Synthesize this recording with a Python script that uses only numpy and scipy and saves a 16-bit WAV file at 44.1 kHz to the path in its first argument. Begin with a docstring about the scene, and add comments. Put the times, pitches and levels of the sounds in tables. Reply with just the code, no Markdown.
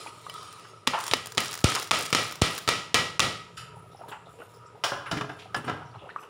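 """Knocking rice into boiling broth

Soaked rice slides from a plastic colander into a big metal pot of broth on a rushing gas flame.
The colander is knocked on the pot about four times a second; the knocks ring the pot and shake grains
loose. Then it is put down with a clatter in the small, echoing kitchen, while bubbles plop on."""
import sys
import numpy as np
from scipy import signal
from scipy.fft import rfft, irfft
from scipy.io import wavfile
from scipy.ndimage import uniform_filter1d, minimum_filter1d, map_coordinates

SR = 44100
rng = np.random.default_rng(int(sys.argv[2]) if len(sys.argv) > 2 else 0)


def waveform_to_disk(signal):
    """Save audio, clipped to [-1, 1], as 16-bit WAV at the path in sys.argv[1]."""
    frames = np.transpose(np.atleast_2d(signal))
    scaled = np.clip(frames, -1, 1) * 32767
    samples = np.round(scaled).astype(np.int16)
    wavfile.write(sys.argv[1], SR, samples)


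N = 277385
T = np.arange(N) / SR

# Levels are relative: each sound is shaped further. A fade time (t60) is the time to fall by 60 dB.
# The kitchen's echo. Each row: frequency in Hz, fade time in seconds.
ECHO_FADES = [(100, 0.47), (400, 0.54), (1200, 0.52), (3000, 0.52), (7000, 0.47), (14000, 0.4)]
# The tone of each sound. Each row: frequency in Hz, level in dB.
FLAME_TONE = [(25, -40), (60, -14), (110, -14), (240, -7), (420, -2), (650, -6), (1250, -21), (1700, -12),
              (2900, -13), (4200, -19.5), (6300, -24), (7600, -25), (10500, -28), (15500, -52)]
CLATTER_TONE = [(45, -31), (125, -0.5), (260, 0.5), (700, 3.5), (1280, 6), (2200, -7), (2900, -5.5),
                (4300, -15), (5500, -16), (6500, -20.5), (10000, -30.5), (13000, -39), (15500, -36)]
SLIDING_RICE_TONE = [(150, -28), (300, -2.5), (430, 1.5), (620, -10), (1000, -5), (1270, -1.5),
                     (1550, -13.5), (3300, -5), (7000, -15), (10000, -15), (13000, -35), (15500, -63)]
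GRAIN_TONE = [(300, -10), (1200, 9), (3000, -0.5), (5500, 4), (10000, -3.5), (13000, -7), (15500, -5.5)]
CRACK_TONE = [(35, -57), (60, -22.5), (335, 0.5), (688, -4), (1230, 4.5), (1550, -5), (3050, 3),
              (5580, -4.5), (6260, -4.5), (7370, -12), (9970, -15), (13500, -25.5), (15500, -27)]
CRACK_ECHO_TONE = [(40, -21.5), (120, 8), (260, -0.5), (520, 3), (800, 1), (1100, -1), (1280, 13.5),
                   (1500, -3), (2000, 2.5), (3000, 3.5), (5300, -1.5), (9500, -13), (13300, -24.5),
                   (15500, -26)]
MIC_TONE = [(4800, 0), (5600, 0.5), (6300, -1), (7200, 1.5), (10500, 2.7), (13500, -4.5), (15100, 4.5),
            (16000, -2), (19000, 0.5)]
# Bands of pitch that a thing favours or weakens. Each row: centre in Hz, width in Hz, level in dB.
HOLLOW_BANDS = [(428, 45, -61.5), (955, 45, -63.5), (1270, 90, -57.5)]  # hollows in and under the pot
FLUTTER_BANDS = [(84, 21, -12), (114, 20.5, -0.5), (161, 20, -4.5)]  # the flame's low flutter
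BOWL_BANDS = [(1255, 73, 8), (1945, 64, 1.5), (2270, 80, -10), (3040, 170, -10), (5050, 180, -9),
              (5600, 290, -10.5), (7200, 370, -5)]  # the inside of the pot
PLASTIC_BANDS = [(1360, 54, -2), (1630, 80, -3), (2030, 40, 0), (2970, 100, 0), (3580, 40, 1),
                 (4770, 72, 1), (5410, 94, 1)]  # the colander being set down
MIC_DIPS = [(4450, 170, -2.5), (6230, 300, -4), (8010, 570, -6)]
# The notes a struck thing rings with. Each row: pitch in Hz, level in dB, fade time in seconds.
WORKTOP_NOTES = [(129, 0, 0.19), (307, -5, 0.14), (420, -13, 0.25), (560, -12, 0.12), (673, -8, 0.13)]
UTENSIL_NOTES = [(1710, 0.5, 0.16), (2700, -16.5, 0.29), (5040, -9, 0.057), (9100, -40, 0.16),
                 (10300, -41, 0.22)]
TAPPED_POT_NOTES = [(1933, -12, 0.13), (2300, -11, 0.08), (3020, 2, 0.036), (5000, -4.5, 0.04)]
KNOCKED_POT_NOTES = [(495, -8, .42), (925, -11, .3), (1038, -8, .38), (1288, -7, .36), (1660, -13, .4),
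                     (1911, -8, .42), (1934, -1, .5), (2088, -12, .35), (2356, -1, .3), (2642, -11, .25),
                     (2702, -11, .25), (2983, -1, .32), (3182, -14, .5), (4070, -12, .45), (4883, -10, .28),
                     (5033, -11, .35), (5254, -11, .27), (5736, -13, .3), (6643, -13, .33)]
# How strongly the flame flutters. Each row: time in seconds, level in dB.
FLUTTER_LEVELS = [(0.0, -56.5), (0.52, -60), (0.8, -61), (3.45, -53), (3.77, -50), (3.91, -55), (4.68, -59),
                  (5.16, -57), (5.85, -49), (6.07, -52.5), (6.29, -71.5)]
# Short sounds with a pitch. Each row: start in seconds, level in dB, pitch in Hz, fade time in seconds.
PLOPS = [(0.062, -28.5, 880, 0.036), (0.071, -33, 2400, 0.025), (0.266, -26.5, 1145, 0.014),
         (3.769, -39, 810, 0.034), (3.948, -36, 775, 0.038), (4.011, -32, 670, 0.037),
         (4.017, -40.5, 1280, .025), (4.037, -35, 908, 0.09), (4.129, -33.5, 832, 0.13),
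         (4.270, -38, 650, .03), (4.401, -37, 460, 0.065), (4.419, -35, 1420, 0.037),
         (4.423, -35, 610, 0.031), (4.754, -39, 830, 0.041), (5.457, -36, 740, 0.054),
         (5.819, -32, 800, 0.033), (5.826, -36, 1400, .03), (5.950, -33.5, 1196, 0.03),
         (5.958, -35, 860, 0.026), (6.059, -37, 710, 0.046), (6.071, -38, 940, .03),
         (6.092, -34, 1440, 0.03), (6.101, -33.5, 1740, 0.037), (6.1614, -18, 1174, 0.01),
         (6.183, -37, 1370, 0.023)]  # big bubbles bursting
SLOPS = [(0.645, -46.5, 1230, 0.13), (0.931, -23, 990, 0.34), (1.751, -27, 1090, 0.17),
         (3.99, -51.5, 680, 0.97), (4.113, -34, 1030, 0.2), (4.385, -46.5, 480, 0.23),
         (4.398, -47, 990, 0.2), (4.925, -34, 880, 0.15), (5.057, -34.5, 1320, 0.23),
         (5.938, -49, 900, 0.38), (6.016, -45.5, 534, 0.53), (6.088, -46, 1430, 0.16),
         (6.225, -44.5, 990, 0.19)]  # rice sinking in and broth boiling up
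SIZZLES = [(3.912, -60.5, 3720, 0.2), (3.915, -67, 5500, 0.18), (3.965, -60.5, 5400, 0.22),
           (4.10, -60, 7600, .45), (4.255, -58, 3670, .2), (4.32, -68, 7300, .5), (4.54, -64, 5200, .4),
           (4.654, -64, 5400, 0.21), (4.66, -65, 7500, 0.16), (5.062, -60.5, 10200, 0.57),
           (5.851, -65.5, 5640, 0.5), (5.908, -60, 4400, .06), (5.952, -61, 4160, .07),
           (5.98, -57.5, 2750, 0.97), (5.985, -58, 3300, 0.33), (6.10, -60, 3840, 0.19),
           (6.182, -53, 2560, 0.071)]  # froth on the hot pot wall
BUMPS = [(4.919, -25.5, 564, 0.11), (5.113, -28, 680, .1), (5.123, -25, 124.6, 0.24),
         (5.168, -28.5, 296, .14), (5.205, -37.5, 421, .25), (5.24, -34, 285, .09), (5.642, -37, 421, .25),
         (5.678, -30, 725, .14)]  # hollow kitchenware being shifted
# Small single events. Each row: start in seconds, level in dB.
CLINKS = [(5.548, -25)]  # a utensil
LUMPS = [(0.297, -31), (0.34, -34), (0.429, -40), (0.527, -37), (0.596, -41), (0.9894, -29), (1.0034, -26),
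         (1.009, -28), (1.039, -23.5), (1.066, -22.5), (1.08, -20), (1.168, -31), (1.259, -24.5),
         (1.2709, -24.5), (1.3212, -27.5), (1.349, -33), (1.404, -17), (1.458, -24.5), (1.511, -29),
         (1.529, -24), (1.54, -22), (1.553, -24), (1.576, -27), (1.59, -28.5), (1.605, -31), (1.614, -32),
         (1.7508, -17.5), (1.799, -28), (1.823, -26), (1.8282, -22.5), (1.843, -30), (1.873, -29.5),
         (1.989, -21), (2.009, -20), (2.025, -24), (2.054, -25), (2.061, -23), (2.104, -26), (2.267, -31),
         (2.311, -28), (2.3235, -24), (2.356, -30.5), (2.55, -28), (2.579, -19.5), (2.5858, -23)]  # wet lumps of rice landing
TAPS = [(0.297, -32.5)]  # light ticks on the pot
PUFFS = [(1.6433, 2.5), (2.4189, -1)]  # air from the colander hitting the microphone
# Things set down. Each row: start in seconds, then level, bass and treble in dB,
# fade time in seconds, then echo share and worktop level in dB.
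SET_DOWNS = [(4.081, -46, 2, -6, 0.2, -12, -49), (4.838, -22, -27.5, 13.5, 0.23, -9, -44.5),
             (4.919, -25.5, -3, -28, 0.068, -2, -40), (5.113, -27.5, -2, 11, 0.16, -7.5, -35),
             (5.123, -27.5, 19.5, -5, 0.1, -2, -29.5), (5.173, -33.5, 14, 11, 0.11, -9, -38),
             (5.21, -25, 7, -2, 0.076, -11, -42), (5.244, -38, 3, -11, .068, -16, -36),
             (5.294, -33, 1.5, -4.5, 0.1, -7, -50), (5.317, -39, 10, -3, 0.048, -10, -46),
             (5.545, -22, -21, 1.5, 0.054, -12.5, -45), (5.562, -30, 15, 0, 0.16, -12, -40),
             (5.643, -37, 18.5, 0, 0.14, 6, -54), (5.679, -28.5, 0, -6, 0.23, -6.5, -37),
             (5.697, -21.5, 0, -3, 0.028, -21, -42)]
# Rustles of handling. Each row: start in seconds, level in dB, centre and width in Hz,
# fade time in seconds.
SCUFFS = [(4.079, -54, 11200, 7060, 0.19), (4.082, -48.5, 3500, 900, .12), (5.165, -33, 1810, 900, 0.13),
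          (5.387, -46, 2900, 1840, 0.36), (5.558, -47.5, 8500, 3500, 0.14), (5.642, -56, 9000, 3000, 0.17)]
# The pot's rim when brushed. Each row: centre and width in Hz, level in dB, fade time in seconds.
RIM_BANDS = [(1300, 66, -43, 0.77), (1510, 110, -51, 0.33), (1790, 630, -50.5, 0.66),
             (2630, 200, -50.5, 0.61), (2970, 200, -45.5, 0.44), (3590, 81, -51, 0.35),
             (4040, 180, -52, .35), (4760, 520, -47.5, .4), (5470, 490, -52, 0.38),
             (7140, 850, -51.5, 0.38), (9600, 3100, -53, .35)]
# Wet rice giving way. Each row: start in seconds, level in dB, then rise, hold and fade times in seconds.
SLIDES = [(0, -44, 0.00067, 0.093, 0.082), (0.104, -52.5, 0.03, 0.19, 0.62), (0.286, -49.5, 0.072, 0.26, 1),
          (0.892, -39, 0.19, 0.15, 0.27)]
# The colander hits the pot and bounces. Each row: start in seconds, first hit in dB, time to the bounce
# in seconds, then in dB: bounce, tick compared with crack, echo, pot ring, rice shaken loose.
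KNOCKS = [(0.8704, -36, 0.0037, -17.5, 10.5, -29.5, -38, -73),
          (1.1129, -28.5, 0.023, -17.5, 6, -29.5, -39, -58), (1.374, -37, 0.0058, -22, 21, -26.5, -33, -41),
          (1.640, -32.5, .0033, -16.5, 30, -21.5, -59, -34.5),
          (1.9106, -14, .0043, -12, 23.5, -20.5, -34, -41),
          (2.1279, -23, 0.021, -13.5, 18, -20, -30, -42.5), (2.4155, -34, .004, -18, 30, -21, -34.5, -43.5),
          (2.677, -26.5, 0.012, -16.5, 19.5, -22, -30.5, -71), (2.944, -16, 0.0032, -27, 26, -20, -24, -83),
          (3.1953, -8.5, 0.0079, -9, 22.5, -20.5, -31, -75)]


def undb(db):
    """Turn decibels into a number to multiply by."""
    return 10 ** (np.asarray(db) / 20)


def unit(x):
    """Scale a sound to an average (rms) level of 1."""
    return x / np.sqrt(np.mean(x ** 2))


def along(points, hz):
    """Read between (Hz, value) points, with octaves evenly spaced."""
    freqs, values = np.transpose(points)
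    return np.interp(np.log(hz + 1), np.log(freqs), values)


def add(out, start_s, x):
    """Mix x into out at the given time."""
    i = max(int(start_s * SR), 0)
    out[i:i + len(x)] += x[:max(len(out) - i, 0)]


def fade(t60):
    """One second of a level dying away."""
    return np.exp(-np.log(1000) * T[:SR] / max(t60, 1e-3))


def swell(rise_s, hold_s, t60):
    """One second of a level that rises, stays up until hold_s and dies away."""
    t = T[:SR]
    fading_s = np.maximum(t - max(hold_s, rise_s), 0)
    return np.minimum(t / rise_s, 1) * np.exp(-np.log(1000) * fading_s / t60)


def waver(rate):
    """A random drift that turns about rate times a second."""
    step = int(SR / rate)
    stairs = np.repeat(rng.standard_normal(N // step + 1), step)
    return unit(uniform_filter1d(stairs, step)[:N])


def colour(x, tone, size=4096):
    """Shape a sound with a tone table; white noise would keep its power."""
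    cepstrum = irfft(along(tone, np.arange(size // 2 + 1) * SR / size) * np.log(10) / 20)
    # keeping only the first half stops the filter from ringing ahead of the sound
    response = irfft(np.exp(rfft(2 * cepstrum[:size // 2], size) - cepstrum[0]))
    return signal.fftconvolve(x, response / np.linalg.norm(response))[:len(x)]


def resonate(x, hz, width_hz):
    """Keep the part of a sound near one pitch."""
    return signal.lfilter(*signal.iirpeak(hz, hz / width_hz, SR), x)


def band(x, hz, width_hz):
    """Like resonate, with steeper edges."""
    return resonate(resonate(x, hz, width_hz), hz, 2 * width_hz)


def ring(hz, t60, glide=0.):
    """A fading pure note whose pitch rises by the share glide as it dies."""
    t = T[:int(min(max(t60, .002), 1) * 1.3 * SR)]
    return np.sin(2 * np.pi * hz * t * (1 + glide * t / t60 / 2)) * np.exp(-np.log(1000) * t / t60)


def burst(t60, spike=0.):
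    """A hit: an optional spike, then fading noise, with the energy of 10 ms at level 1."""
    x = rng.standard_normal(SR) * fade(t60)
    x = x / np.linalg.norm(x)
    x[0] = spike
    return x * np.sqrt(SR // 100) / np.linalg.norm(x)


def strike_spot():
    """A random strength for one note: each blow lands elsewhere and favours other notes."""
    return rng.uniform(2 / 3, 4 / 3) * rng.choice([-1, 1])


def patter(rate, spread_db, size=N):
    """Tiny random hits of uneven strength, about rate of them a second."""
    strengths = undb(spread_db * np.minimum(rng.exponential(size=size), 4))
    return unit((rng.random(size) < rate / SR) * strengths * rng.choice([-1, 1], size))


def crackle(hz, width_hz, rise_s, t60):
    """A short swell of dense crackle around one pitch."""
    hits = patter(rate=4000, spread_db=1, size=SR)
    return unit(band(hits, hz, width_hz)) * swell(rise_s, 0, t60)


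def clumpy(x, swing_db, rate, width_hz, size=512):
    """Make a stream uneven: its bands of pitch come and go, and its whole level wavers."""
    spectrum = signal.stft(x, nperseg=size)[2]
    row, column = np.indices(spectrum.shape)
    place = [row * SR / size / width_hz, column * size / 2 / SR * rate]
    patches = map_coordinates(rng.standard_normal((size, 2 * size)), place, order=1)
    gain = unit(undb(swing_db * unit(patches)))
    return signal.istft(spectrum * gain, nperseg=size)[1][:N] * undb(1.4 * waver(25.07))


def echo(build_s=0.02):
    """The echo of one click: it builds up as the walls answer, and the treble dies first."""
    noise, tail = rfft(rng.standard_normal(SR)), 0
    row_at_hz = along([(hz, row) for row, (hz, _) in enumerate(ECHO_FADES)], np.arange(SR // 2 + 1))
    for row, (_, t60) in enumerate(ECHO_FADES):
        share = np.maximum(1 - np.abs(row_at_hz - row), 0)
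        tail = tail + irfft(noise * share, SR) * fade(t60)
    tail = tail * (1 - np.exp(-(T[:SR] / build_s) ** 2))
    return tail / np.linalg.norm(tail)


def kitchen(x):
    """What the hard kitchen walls send back of a sound."""
    return signal.fftconvolve(x, echo())[:N]


def body(x, bands):
    """A hollow thing boosts its own bands of pitch in a sound."""
    return x + sum(undb(db) * resonate(x, hz, width_hz) for hz, width_hz, db in bands)


def burner():
    """The gas flame rushes, flutters low and sounds the hollows in and under the pot."""
    rush = undb(-61) * unit(colour(rng.standard_normal(N), FLAME_TONE))
    for hz, width_hz, db in HOLLOW_BANDS:
        unsteady = undb(3.5 * waver(18))
        rush += undb(db) * unit(band(rng.standard_normal(N), hz, width_hz)) * unsteady
    flutter = sum(undb(db) * unit(band(rng.standard_normal(N), hz, width_hz))
                  for hz, width_hz, db in FLUTTER_BANDS)
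    flutter_db = 1 + np.interp(T, *np.transpose(FLUTTER_LEVELS))
    return rush + undb(flutter_db) * unit(flutter)


def broth(bubbles=700, simmer_db=-59, hiss_db=-74.5, stilled_db=-14):
    """Bubbles burst with short rising notes, and froth slops and sizzles on the hot pot wall."""
    simmer, boil = np.zeros((2, N))
    for when, pitch, size, length in rng.random((bubbles, 4)):
        hz = 360 * 4. ** pitch
        add(simmer, when * N / SR, undb(5.2 * size ** 2) * ring(hz, (6 + 12 * length) / hz, glide=0.24))
    for start, db, hz, t60 in PLOPS:
        add(boil, start, undb(db) * resonate(ring(hz, t60, glide=0.18), hz, 1.4 * hz))
        spit = band(burst(t60=0.067), hz, 0.27 * hz)  # the bubble's skin tears
        add(boil, start, undb(db - 4) * body(spit, BOWL_BANDS))
    for start, db, hz, t60 in SLOPS:
        slop = crackle(hz, 0.52 * hz, rise_s=0.0047, t60=t60)
        froth = crackle(hz=2780, width_hz=400, rise_s=0.0047, t60=0.23)
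        add(boil, start, undb(db) * (slop + undb(-11.5) * froth))
    for start, db, hz, t60 in SIZZLES:
        add(boil, start, undb(db) * crackle(hz, 0.13 * hz, rise_s=0.0057, t60=t60))
    hiss = band(patter(rate=4700, spread_db=6.5), hz=6600, width_hz=8700)
    hiss = clumpy(body(hiss, BOWL_BANDS), swing_db=6, rate=9, width_hz=330)
    hiss = unit(hiss) * undb(hiss_db + 5.5 * waver(9.4))
    # the cold rice calms the simmer and the hiss for a while
    stilled = uniform_filter1d(1. * ((T > 0.94) & (T < 3.32)), SR // 2)
    direct = (undb(simmer_db) * unit(simmer) + hiss) * undb(stilled_db * stilled) + boil
    return direct + undb(-13) * kitchen(direct)


def clatter():
    """Kitchenware is set down on the hollow worktop, with bumps, a clink and scuffs."""
    direct, to_walls = np.zeros((2, N))
    for start, db, bass_db, treble_db, t60, echo_db, worktop_db in SET_DOWNS:
        tone = [(150, bass_db), (550, 0), (1500, 0), (5000, treble_db)]
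        hit = colour(colour(burst(t60), tone), CLATTER_TONE)
        hit = body(hit, PLASTIC_BANDS)
        hit *= 1.19 * undb(db) * np.linalg.norm(fade(t60)) / np.linalg.norm(hit)
        for hz, note_db, note_t60 in WORKTOP_NOTES:
            add(hit, 0, strike_spot() * undb(worktop_db + note_db) * ring(hz, note_t60))
        add(direct, start, hit)
        add(to_walls, start, undb(echo_db) * hit)
    for start, db, hz, t60 in BUMPS:
        bump = undb(db) * resonate(ring(hz, t60), hz, hz / 2)
        add(direct, start, bump)
        add(to_walls, start, undb(-8.5) * bump)
    for start, db in CLINKS:
        for hz, note_db, t60 in UTENSIL_NOTES:
            add(direct, start, undb(db + note_db) * ring(hz, t60))
    for start, db, hz, width_hz, t60 in SCUFFS:
        add(direct, start, undb(db) * crackle(hz, width_hz, rise_s=0.0078, t60=t60))
    return direct + kitchen(to_walls)


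def graze(start_s=3.567):
    """The colander brushes the rim as it is lifted, and the pot answers with a ringing scrape."""
    out = np.zeros(N)
    for hz, width_hz, db, t60 in RIM_BANDS:
        add(out, start_s, undb(db) * crackle(hz, width_hz, rise_s=0.0078, t60=t60))
    return out


def wet_grains(flow, count=2400, low_hz=2000, high_hz=14000, range_db=14):
    """Single grains slap down, each a brief spatter with its own pitch, as strong as the flow."""
    out = np.zeros(N)
    dying = fade(t60=.009)[:SR // 100]
    for when, pitch, size in rng.random((count, 3)):
        hz = low_hz * (high_hz / low_hz) ** pitch
        spatter = resonate(rng.standard_normal(len(dying)) * dying, hz, hz / 2)
        add(out, when * N / SR, unit(spatter) * undb(range_db * size ** 2))
    return unit(out) * flow


def rice():
    """Wet rice slides out with a hollow rustle, lumps land, and knocks shake down showers of grains."""
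    pour, showers = np.zeros((2, N))
    for start, db, rise_s, hold_s, t60 in SLIDES:
        add(pour, start, undb(db) * swell(rise_s, hold_s, t60))
    for start, *_, rice_db in KNOCKS:
        add(showers, start, undb(rice_db) * swell(rise_s=0.063, hold_s=0.15, t60=0.23))
    rustle = colour(patter(rate=12000, spread_db=3), SLIDING_RICE_TONE)
    rustle = clumpy(body(rustle, BOWL_BANDS), swing_db=3.5, rate=14, width_hz=260)
    rustle *= undb(-0.5) * pour + undb(-2.5) * showers
    grains = wet_grains(undb(-14) * pour + undb(-1.5) * showers)
    for start, db in LUMPS:
        add(grains, start, undb(db - 12.5) * burst(t60=.022, spike=.35))
    direct = rustle + colour(grains, GRAIN_TONE)
    return direct + undb(-11) * kitchen(direct)


def thumps(thud_fall_db_per_s=20, boom_rise_db_per_s=7.5):
    """The colander puffs air as it flexes; as it empties, it thuds less and booms more freely."""
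    thuds, booms, puffs = np.zeros((3, N))
    # a sudden push of air that swings out in a few slow waves
    push = np.cos(2 * np.pi * 93 * T[:SR] + np.pi / 3) * fade(0.033) + fade(0.0057)
    push = signal.sosfilt(signal.butter(2, [35, 1100], "bandpass", fs=SR, output="sos"), push)
    for start, _, gap_s, *_ in KNOCKS:
        elapsed_s = start - KNOCKS[0][0]
        add(thuds, start + gap_s, undb(-23.5 - thud_fall_db_per_s * elapsed_s) * ring(hz=252, t60=0.082))
        add(booms, start, undb(-37 + boom_rise_db_per_s * elapsed_s) * push)
    for start, db in PUFFS:
        add(puffs, start, undb(db) * push)
    return thuds + puffs + undb(5) * booms + kitchen(booms)


def knocks(far_wall_s=.0044, far_wall_db=-11):
    """Hard plastic cracks against the pot and bounces; the pot rings and the kitchen answers."""
    ticks, cracks, echoes, pot = np.zeros((4, N))
    for start, first_db, gap_s, bounce_db, tick_db, echo_db, ring_db, _ in KNOCKS:
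        for when, db in (start, first_db), (start + gap_s, bounce_db):
            # each hit is one bright tick, then the plastic buzzes briefly
            add(ticks, when, undb(db + tick_db) * np.array([1, -1 / 2]))
            add(cracks, when, undb(db) * burst(t60=.014, spike=.7))
            add(echoes, when, undb(echo_db + 1) * burst(t60=0.096))  # rattling round inside the pot
            add(echoes, when, undb(echo_db + 25.5) * echo())  # off the kitchen walls
        for hz, note_db, t60 in KNOCKED_POT_NOTES:
            add(pot, start + gap_s, strike_spot() * undb(ring_db + note_db) * ring(hz, t60))
    for start, db in TAPS:
        for hz, note_db, t60 in TAPPED_POT_NOTES:
            add(pot, start, undb(db + note_db) * ring(hz, t60))
    ticks = signal.sosfilt(signal.butter(6, 9500, fs=SR, output="sos"), ticks)
    # each crack comes back once off the far wall of the pot
    far_wall = np.array([1] + [0] * int(far_wall_s * SR) + [undb(far_wall_db)])
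    cracks = signal.fftconvolve(cracks, far_wall)[:N]
    return ticks + colour(cracks, CRACK_TONE) + colour(echoes, CRACK_ECHO_TONE) + pot


def scene():
    """Everything at the stove, in one channel."""
    return (knocks() + thumps() + graze() + rice() + broth() + clatter() + burner())[None]


def limiter(x, size=1100):
    """Turn the level down around every peak over 1 and round off what is left."""
    gain = 1 / np.maximum(np.abs(x), 1)
    smooth_gain = uniform_filter1d(minimum_filter1d(gain, size), size // 2)
    return 1.3 * np.tanh(x * smooth_gain / 1.3)


def record(dry):
    """The phone colours the treble, thins the deepest bass, tames the cracks and cuts the highest hiss."""
    sound = colour(dry[0], MIC_TONE)
    for hz, width_hz, db in MIC_DIPS:
        sound = sound + (undb(db) - 1) * resonate(sound, hz, width_hz)
    thinned = signal.sosfilt(signal.butter(2, 42, "highpass", fs=SR, output="sos"), sound[None])
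    return signal.sosfilt(signal.ellip(8, .2, 70, 15800, fs=SR, output="sos"), limiter(thinned))


dry = scene()
out = record(dry)
waveform_to_disk(out)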